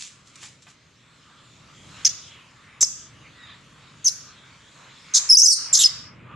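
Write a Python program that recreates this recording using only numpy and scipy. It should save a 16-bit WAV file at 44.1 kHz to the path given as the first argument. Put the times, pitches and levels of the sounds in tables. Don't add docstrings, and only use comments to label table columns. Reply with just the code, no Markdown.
import sys
import numpy as np
from scipy import signal
from scipy.fft import rfft, irfft, next_fast_len
from scipy.io import wavfile
from scipy.ndimage import uniform_filter1d, minimum_filter1d, map_coordinates

SR = 44100
rng = np.random.default_rng(int(sys.argv[2]) if len(sys.argv) > 2 else 0)


def bounce(signal):
    frames = np.transpose(np.atleast_2d(signal))
    limited = np.clip(frames, -1, 1)
    pcm = np.round(limited * 32767).astype(np.int16)
    wavfile.write(sys.argv[1], SR, pcm)


N = 280079


def baby(shake_db=0.96, rough_shake_db=3.0, shake_rate=220):
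    voiced, controls = list(calls()), np.zeros((5, N))
    for span, control, _ in voiced:
        controls[:, span] = control
    pitch, level_db, rough, doubling, split = controls
    level_db = level_db + (shake_db + rough_shake_db * rough) * wobble(shake_rate)
    tone, octave, air = throat(pitch, np.clip(rough, 0, 1), doubling, split)
    near, sent = np.zeros(N), np.zeros(N)
    for span, _, voicing in voiced:
        cutoff_hz, leak_db, octave_db, treble_db, treble_peak_hz, rasp_db, sent_db, beam_db = voicing
        source = tone[span] + amp(octave_db) * octave[span] + amp(rasp_db) * air[span]
        hz = np.fft.rfftfreq(len(span), 1 / SR)
        voice = irfft(rfft(source) * mouth(hz, cutoff_hz, leak_db, treble_db, treble_peak_hz), len(span))
        voice = voice / np.sqrt(np.abs(uniform_filter1d(voice ** 2, size=150)) + 1e-9)
        fade = np.minimum(1, np.minimum(span - span[0], span[-1] - span) / 48)
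        voice = voice * amp(level_db[span]) * fade
        near[span] += voice
        directivity_db = along([(6200, 0.00081), (7600, beam_db)], hz)
        sent[span] += irfft(rfft(voice) * amp(sent_db + directivity_db), len(span))
    return near, sent


# t/s, f/Hz, level/dB
SQUEAK_CONTOURS = [
    [(2.0478, 6190, -21), (2.051, 5426, -13.5), (2.054, 5646, -2.5), (2.059, 6320, -14.5),
     (2.066, 6620, -11.5), (2.076, 6290, -18), (2.08, 5700, -25)],
    [(2.807, 7510, -24), (2.815, 7590, -17), (2.826, 7600, -17), (2.831, 6295, -8), (2.838, 6170, -16.5),
     (2.841, 5220, -17), (2.851, 5134, -24)],
    [(4.043, 6360, -32.5), (4.05, 6585, -20.5), (4.058, 6500, -15), (4.065, 5860, -11), (4.069, 5330, -16),
     (4.074, 5940, -11.5), (4.0775, 6244, -24), (4.0795, 6130, -11.5), (4.089, 5526, -22),
     (4.098, 5283, -31)],
    [(5.137, 6130, -24.5), (5.151, 6600, -9), (5.162, 6566, -13), (5.18, 6175, -13), (5.193, 5580, -27)],
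]
# t/s, f/Hz, level/dB
WHISTLE_CONTOUR = [(5.29, 5240, -25.5), (5.3, 5340, -8.5), (5.314, 5005, -10.5), (5.328, 5544, -8.5),
                   (5.34, 5453, -13.5), (5.356, 4862, -13), (5.362, 4715, -23), (5.366, 4820, -24)]
WAIL_CONTOUR = [(5.369, 5200, -14), (5.371, 5490, -7), (5.375, 6100, -9), (5.384, 6172, -10.5),
                (5.389, 5097, -16), (5.4, 5748, -13), (5.415, 5444, -20.5), (5.419, 5498, -6),
                (5.423, 5955, -12.5), (5.441, 6554, -12.5), (5.451, 6200, -12), (5.456, 5288, -16.5),
                (5.462, 5020, -11.5), (5.47, 4903, -14.5), (5.474, 6204, -12), (5.481, 5658, -17),
                (5.487, 5598, -11.5), (5.497, 5750, -16), (5.513, 5414, -15), (5.519, 4664, -15.5),
                (5.541, 4303, -19.5), (5.551, 4480, -28.5)]
SCREECH_CONTOUR = [(5.728, 7274, -20), (5.734, 7363, -9.5), (5.741, 7300, -5.5), (5.746, 6402, -11),
                   (5.753, 6040, -6.5), (5.762, 6595, -16.5), (5.775, 6500, -18), (5.787, 6204, -21.5)]
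SHRIEK_CONTOUR = [(5.786, 6585, -20), (5.792, 7530, -19), (5.81, 7490, -14), (5.829, 6880, -14.5),
                  (5.838, 5690, -14.5), (5.844, 4984, -9), (5.854, 5334, -14.5), (5.862, 5080, -8.5),
                  (5.866, 5044, -21.5), (5.878, 4730, -26.5)]
# roughness between breaks (0-1), mouth cutoff/Hz, leak below it/dB,
# octave/dB, treble/dB, treble peak/Hz, rasp/dB, gain towards the trees/dB, its extra treble/dB
CALL_TIMBRES = [(.17, 1690, -22.5, -19, -5, 11400, -7, -2, 6),
                (.08, 4600, -9.5, -23, -4, 12000, -4.5, 4, 2),
                (0.03, 4000, -9.5, -21, 2, 10400, -9.5, -1, 7),
                (0.08, 3380, -19, -13.5, -9, 9400, -1.5, 3, 2),
                (0.05, 4620, -29.5, -15, -1, 10400, -12.5, -5, 3.5),
                (.07, 4730, -49, -16.5, -0.5, 10700, -13, 8, -2),
                (0.1, 3120, -28, -20, 4, 9600, -6.5, -2, -0.5),
                (0.14, 2550, -26.5, -23.5, -0.5, 11240, -9.5, 0.5, -3.5)]


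def calls():
    contours = (*SQUEAK_CONTOURS, WHISTLE_CONTOUR, WAIL_CONTOUR, SCREECH_CONTOUR, SHRIEK_CONTOUR)
    for contour, (calm_rough, *voicing) in zip(contours, CALL_TIMBRES):
        span = np.arange(round(contour[0][0] * SR), round(contour[-1][0] * SR))
        yield span, phonation(span / SR, contour, calm_rough), voicing


# onset t/s, duration/s, roughness, period doubling, split-off second tone (each 0-1)
VOICE_BREAKS = [(2.045, 0.008, 0.64, 0, 0), (2.059, 0.032, 0.39, 0.04, 1), (2.804, 0.026, 0.42, 0.15, 0.7),
                (2.835, .014, 0.3, 0.02, .1), (4.041, 0.013, 0.45, 0.1, 0.02),
                (4.078, 0.027, 0.54, 0.06, 0.41), (5.143, 0.015, .45, 0.08, 0.29),
                (5.157, 0.045, 0.85, 0.2, 1), (5.386, 0.01, 0.08, 0.3, 0.02), (5.394, .022, .45, 0.15, 0),
                (5.443, 0.01, 0.4, 0.2, 0.1), (5.456, 0.019, 0.12, 0.3, 0.1),
                (5.493, .022, 0.27, 0.25, 0.3), (5.514, 0.018, 0.43, 0.03, 0),
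                (5.738, 0.05, 0.52, 0.04, 0.9), (5.79, .013, 0.37, 0.26, 0.21),
                (5.803, 0.038, 0.64, 0.38, 0.45), (5.868, .015, 0.5, 0.22, 0.4)]


def phonation(t, contour, calm_rough, transition_s=0.005):
    times, pitch, level_db = np.transpose(contour)
    rough, doubling, split = np.full_like(t, calm_rough), np.zeros_like(t), np.zeros_like(t)
    for start, length, break_rough, break_doubling, break_split in VOICE_BREAKS:
        inside = np.clip(0.5 + np.minimum(t - start, start + length - t) / transition_s, 0, 1)
        rough += inside * (break_rough - calm_rough)
        doubling += inside * break_doubling
        split += inside * break_split
    return np.interp(t, times, pitch), np.interp(t, times, level_db), rough, doubling, split


# f/Hz, gain/dB
TRACT_RESPONSE = [(1000, -34), (2000, -27.5), (2800, -6.5), (3600, 0), (4700, -3), (6500, 1), (7700, -3),
                  (8700, -5), (10500, -9), (13500, -20.5)]
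# f/Hz, level/dB
RASP_SPECTRUM = [(500, -32.5), (1700, -3), (2700, -6.5), (3700, 0), (6000, 3), (7500, 0.5), (8700, -6),
                 (10500, -12.5), (13500, -26)]


def throat(pitch, rough, doubling, split, swerve_hz=400, tremor_hz=18, octave_blur=1.4,
           split_ratio=0.8, split_waver_hz=170, slip_hz=380, fifth_db=-3,
           clean_rasp=0.17, sputter_db=2.5):
    pitch = pitch + swerve_hz * rough * wobble(650) + tremor_hz * wobble(300)
    phase = phase_of(pitch)
    chaos = rough ** 1.5
    flutter = unit(wobble(2000) + 1j * wobble(2000))
    swing = np.sqrt(1 - chaos) + np.sqrt(chaos) * flutter
    blur = octave_blur * np.sqrt(rough) * flutter.imag
    octave = np.exp(1j * (2 * phase + blur))
    split_phase = phase_of(split_ratio * pitch + split_waver_hz * wobble(400))
    partials = np.exp(1j * phase) + split * np.exp(1j * split_phase)
    slip = phase_of(slip_hz * rough * wobble(1200))
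    subharmonic = 2 * doubling * np.exp(1j * (phase / 2 + slip))
    partials += subharmonic * (1 + amp(fifth_db) * np.exp(1j * phase))
    tone, octave = coloured(np.real(swing * np.array([partials, octave])), TRACT_RESPONSE)
    puffs = rng.standard_normal(N) * amp(sputter_db * wobble(900))
    air = unit(coloured(puffs, RASP_SPECTRUM)) * (rough ** 2 + clean_rasp * (1 + split))
    return tone, octave, air


def mouth(hz, cutoff_hz, leak_db, treble_db, treble_peak_hz, treble_peak_db=6, half_width_hz=520):
    high_pass = amp(leak_db) + 1 - 1 / (1 + (hz / cutoff_hz) ** 34)
    shelf_db = along([(7000, 0), (11000, treble_db)], hz)
    peak_db = treble_peak_db / (1 + ((hz - treble_peak_hz) / half_width_hz) ** 2)
    return high_pass * amp(shelf_db + peak_db)


def click(at_s=2.8298, level_db=-11, width_s=0.000055):
    return amp(level_db) * np.exp(-((np.arange(N) / SR - at_s) / width_s) ** 2)


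# f/Hz, gain/dB
SCATTER_WIDTH = [(3500, -11), (6000, 1.5), (10000, 5)]


def slab(x, mid_db=-13, side_db=-10, t60_s=0.022, scatter_s=0.0018, echo_s=0.039, echo_db=-19):
    t = np.arange(SR // 4) / SR

    def burst(delay_s):
        return rng.standard_normal((2, len(t))) * (t > delay_s) * amp(-60 * np.abs(t - delay_s) / t60_s)

    mid, side = reflect(x, burst(scatter_s)) * amp([[mid_db], [side_db]])
    side = coloured(side, SCATTER_WIDTH)
    return np.array([mid + side, mid - side]) + amp(echo_db) * reflect(x, burst(echo_s))


# f/Hz, T60/s
TREE_DECAY = [(500, 0.81), (3000, 0.65), (5500, 0.73), (8000, .55), (12000, .45)]


def trees(x, tail_db=-15, low_lift_db=3.5, rise_s=0.016, tail_hold_s=0.235, drop_db_per_s=260,
          steady=0.35, blur_rate=1100):
    blurred = x * (steady + wobble(blur_rate)) / np.hypot(steady, 1)
    hz, t, noise = signal.stft(rng.standard_normal((2, SR)), SR, nperseg=256)
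    colour_db = along([(3000, low_lift_db), (5800, -1), (8000, -0.18), (13000, 0.99)], hz)[:, None]
    decay_db = 60 * t / along(TREE_DECAY, hz)[:, None] + drop_db_per_s * np.maximum(t - tail_hold_s, 0)
    tail = noise * amp(colour_db - decay_db) * np.minimum(t / rise_s, 1)
    return amp(tail_db) * reflect(blurred, signal.istft(tail, SR, nperseg=256)[1])


# peak t/s, level/dB, rise time/s, T60/s
LEAF_RUSTLES = [(0.024, -36.5, 0.079, 0.36), (.275, -53.5, 0.013, 0.3), (.356, -60, 0.0037, 0.25),
                (.441, -41, 0.028, 0.3), (.623, -53, 0.0016, .12), (.704, -52, 0.024, 0.17)]
# t/s, relative level/dB
LEAF_SNAPS = [(0.3565, -29), (0.622, -42)]
# f/Hz, level/dB
LEAF_SPECTRUM = [(290, -48), (500, -34), (746, -22), (1680, -11), (2440, -2.5), (5140, -1.5), (7160, 2),
                 (10700, -19), (13500, -47)]


def leaves(crackle_db=2.5, snap_db=-10, snap_t60_s=0.022):
    t = np.arange(N) / SR
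    envelope = sum(amp(db - 60 * np.maximum(t - s, 0) / t60) * np.exp(np.minimum(t - s, 0) / rise)
                   for s, db, rise, t60 in LEAF_RUSTLES)
    envelope *= unit(amp(crackle_db * wobble(500)))
    for s, db in LEAF_SNAPS:
        envelope += (t >= s) * amp(db + snap_db - 60 * np.abs(t - s) / snap_t60_s)
    return envelope * unit(coloured(rng.standard_normal(N), LEAF_SPECTRUM))


# t/s, level/dB
LIMB_TOUCHES = [(0.429, -42.5), (0.669, -48)]
# f/Hz, level/dB
RUB_SPECTRUM = [(300, -29), (700, -0.5), (1300, 1.5), (2500, 1), (4000, -5), (8000, -28)]


def scuffs(rise_s=0.002, fade_s=0.022):
    t = np.arange(N) / SR
    strokes = sum(amp(db) * np.exp(np.minimum(t - s, 0) / rise_s - np.maximum(t - s, 0) / fade_s)
                  for s, db in LIMB_TOUCHES)
    return strokes * unit(coloured(rng.standard_normal(N), RUB_SPECTRUM))


# peak t/s, swell time/s, level/dB, f/Hz, glide/Hz, overtone/dB, waver/Hz
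ANIMAL_CALLS = [(1.31, 0.08, -56.5, 1338, -60, -18, 268), (2.36, 0.065, -52.5, 2580, 41, -15, 430),
                (3.268, 0.028, -49.5, 2190, 60, -19, 298), (3.41, .042, -51, 1940, -45, -6, 35),
                (3.441, 0.023, -47, 1887, -28, 7, 30), (3.51, .045, -47, 1860, 20.5, 5, 130.2),
                (4.291, 0.073, -53.5, 1303, -60.5, -6, 200), (6.33, .06, -47, 1181, 20, -18.5, 140.4)]


def far_calls():
    out, waver = np.zeros(N), wobble(600)
    for peak_s, swell_s, db, pitch_hz, glide_hz, overtone_db, waver_hz in ANIMAL_CALLS:
        from_peak = (np.arange(N) / SR - peak_s) / swell_s
        on = np.abs(from_peak) < 3
        phase = phase_of(pitch_hz + glide_hz * np.tanh(from_peak[on]) + waver_hz * waver[on])
        tone = unit(np.sin(phase) + amp(overtone_db) * np.sin(2 * phase))
        out[on] += tone * amp(db) * np.exp(-from_peak[on] ** 2)
    return out


# t/s, relative rumble level/dB, relative foliage level/dB
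BACKGROUND_LEVELS = [(0.0, -61, -63), (0.46, -58, -55.5), (0.74, -61.5, -61.5), (1.33, -60, -57.5),
                     (1.89, -52.5, -49), (2.51, -59.5, -52), (3.16, -53.5, -54.5), (3.5, -57, -50.5),
                     (3.8, -55.5, -54), (4.91, -58.5, -53), (5.15, -58, -49), (5.31, -62.5, -48),
                     (5.57, -55.5, -45.5), (5.77, -55, -42.5), (6.14, -50.5, -49), (6.35, -46, -46)]
# t/s, level/dB
HISS_LEVELS = [(0.0, -60), (0.75, -62), (1.69, -56), (2.09, -47), (2.5, -59), (3.41, -56.5), (4.57, -56),
               (5.1, -50.5)]
# f/Hz, level/dB
RUMBLE_SPECTRUM = [(15, -58.5), (25, -30), (48, -11.5), (130, 3), (195, -5), (310, -9), (377, -14),
                   (637, -15), (730, -28), (900, -21.5), (1170, -46), (1980, -120)]
FOLIAGE_SPECTRUM = [(300, -11.5), (500, -8), (750, -7), (1150, 4), (1700, 0.5), (2400, 0.5), (3200, -7.5),
                    (4500, -30), (6000, -48)]
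HISS_SPECTRUM = [(2000, -13.5), (3500, 0.5), (4500, -5), (5800, -10), (7200, -5.5), (8500, -16.5),
                 (11000, -29), (13000, -37.5)]


def outdoors(rumble_db=0.88, foliage_db=-2, stir_db=2.0, hiss_fade_s=5.1, fade_db_per_s=16,
             dip_s=5.455, dip_half_s=0.13, dip_db=-26.5):
    t = np.arange(N) / SR
    low_db, mid_db = curves(BACKGROUND_LEVELS)
    treble_db = curves(HISS_LEVELS)[0] - fade_db_per_s * np.maximum(t - hiss_fade_s, 0)
    rumble = amp(low_db + rumble_db) * noise_field(RUMBLE_SPECTRUM, patchy_db=0.5)
    stirring = amp(mid_db + foliage_db + stir_db * wobble(7))
    foliage = stirring * noise_field(FOLIAGE_SPECTRUM, patchy_db=2.4)
    hiss = amp(treble_db) * noise_field(HISS_SPECTRUM, patchy_db=3.0)
    dip = np.maximum(0, 1 - ((t - dip_s) / dip_half_s) ** 2)
    return (rumble + foliage + hiss) * amp(dip_db * dip)


# f/Hz, correlation (0-1)
EAR_CORRELATION = [(30, .65), (70, .95), (160, .98), (350, .85), (700, .62), (1400, .77), (2800, .9),
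                   (5000, .65), (10000, .4)]


def noise_field(spectrum, patchy_db):
    def mid_side_gains(hz):
        angle = np.arccos(np.clip(along(EAR_CORRELATION, hz), -1, 1)) / 2
        return amp(along(spectrum, hz)) * [np.cos(angle), np.sin(angle)]

    noise = signal.stft(rng.standard_normal((2, N)), nperseg=512)[2]
    patches = uniform_filter1d(rng.standard_normal(noise.shape[1:]), size=6, axis=0)
    patches = uniform_filter1d(patches, size=20, axis=1)
    pair = signal.istft(noise * amp(patchy_db * unit(patches)), nperseg=512)[1][:, :N]
    mid, side = filtered(pair, mid_side_gains)
    return unit(np.array([mid + side, mid - side]))


def amp(db):
    return 10 ** (np.asarray(db) / 20)


def unit(x):
    return x / np.sqrt(np.mean(np.abs(x) ** 2) + 1e-20)


def phase_of(hz):
    return 2 * np.pi * np.cumsum(hz) / SR


def along(points, hz):
    f, values = np.transpose(points)
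    return np.interp(np.log(hz + 1), np.log(f + 1), values)


def curves(rows):
    times, *columns = np.transpose(rows)
    return [np.interp(np.arange(N) / SR, np.sort(times), column) for column in columns]


def wobble(rate):
    return map_coordinates(rng.standard_normal(int(N * rate / SR) + 4), [np.arange(N) * rate / SR])


def filtered(x, response):
    size = next_fast_len(N + SR // 2)
    return irfft(rfft(x, size) * response(np.fft.rfftfreq(size, 1 / SR)), size)[..., :N]


def coloured(x, spectrum):
    return filtered(x, lambda hz: amp(along(spectrum, hz)))


def reflect(x, response):
    band_gain = np.sqrt(np.mean(np.abs(rfft(response, SR)[:, 4000:8000]) ** 2))
    return signal.fftconvolve(x[None], response / band_gain, axes=1)[:, :N]


def scene():
    voice, sent = baby()
    faint = leaves() + scuffs() + far_calls()
    direct = voice + faint
    return direct * amp([[-0.8], [0.2]]) + slab(direct) + trees(sent + faint) + click() + outdoors()


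def record(dry, ceiling=0.8, hold_s=0.003, top_hz=13250):
    hold = int(hold_s * SR)
    needed = np.minimum(1, ceiling / (np.abs(dry).max(axis=0) + 1e-9))
    held = minimum_filter1d(needed, size=2 * hold)
    gain = uniform_filter1d(uniform_filter1d(held, size=hold), size=hold)
    return filtered(dry * gain, lambda hz: 1 / np.sqrt(1 + (hz / top_hz) ** 200))


dry = scene()
out = record(dry)
bounce(out)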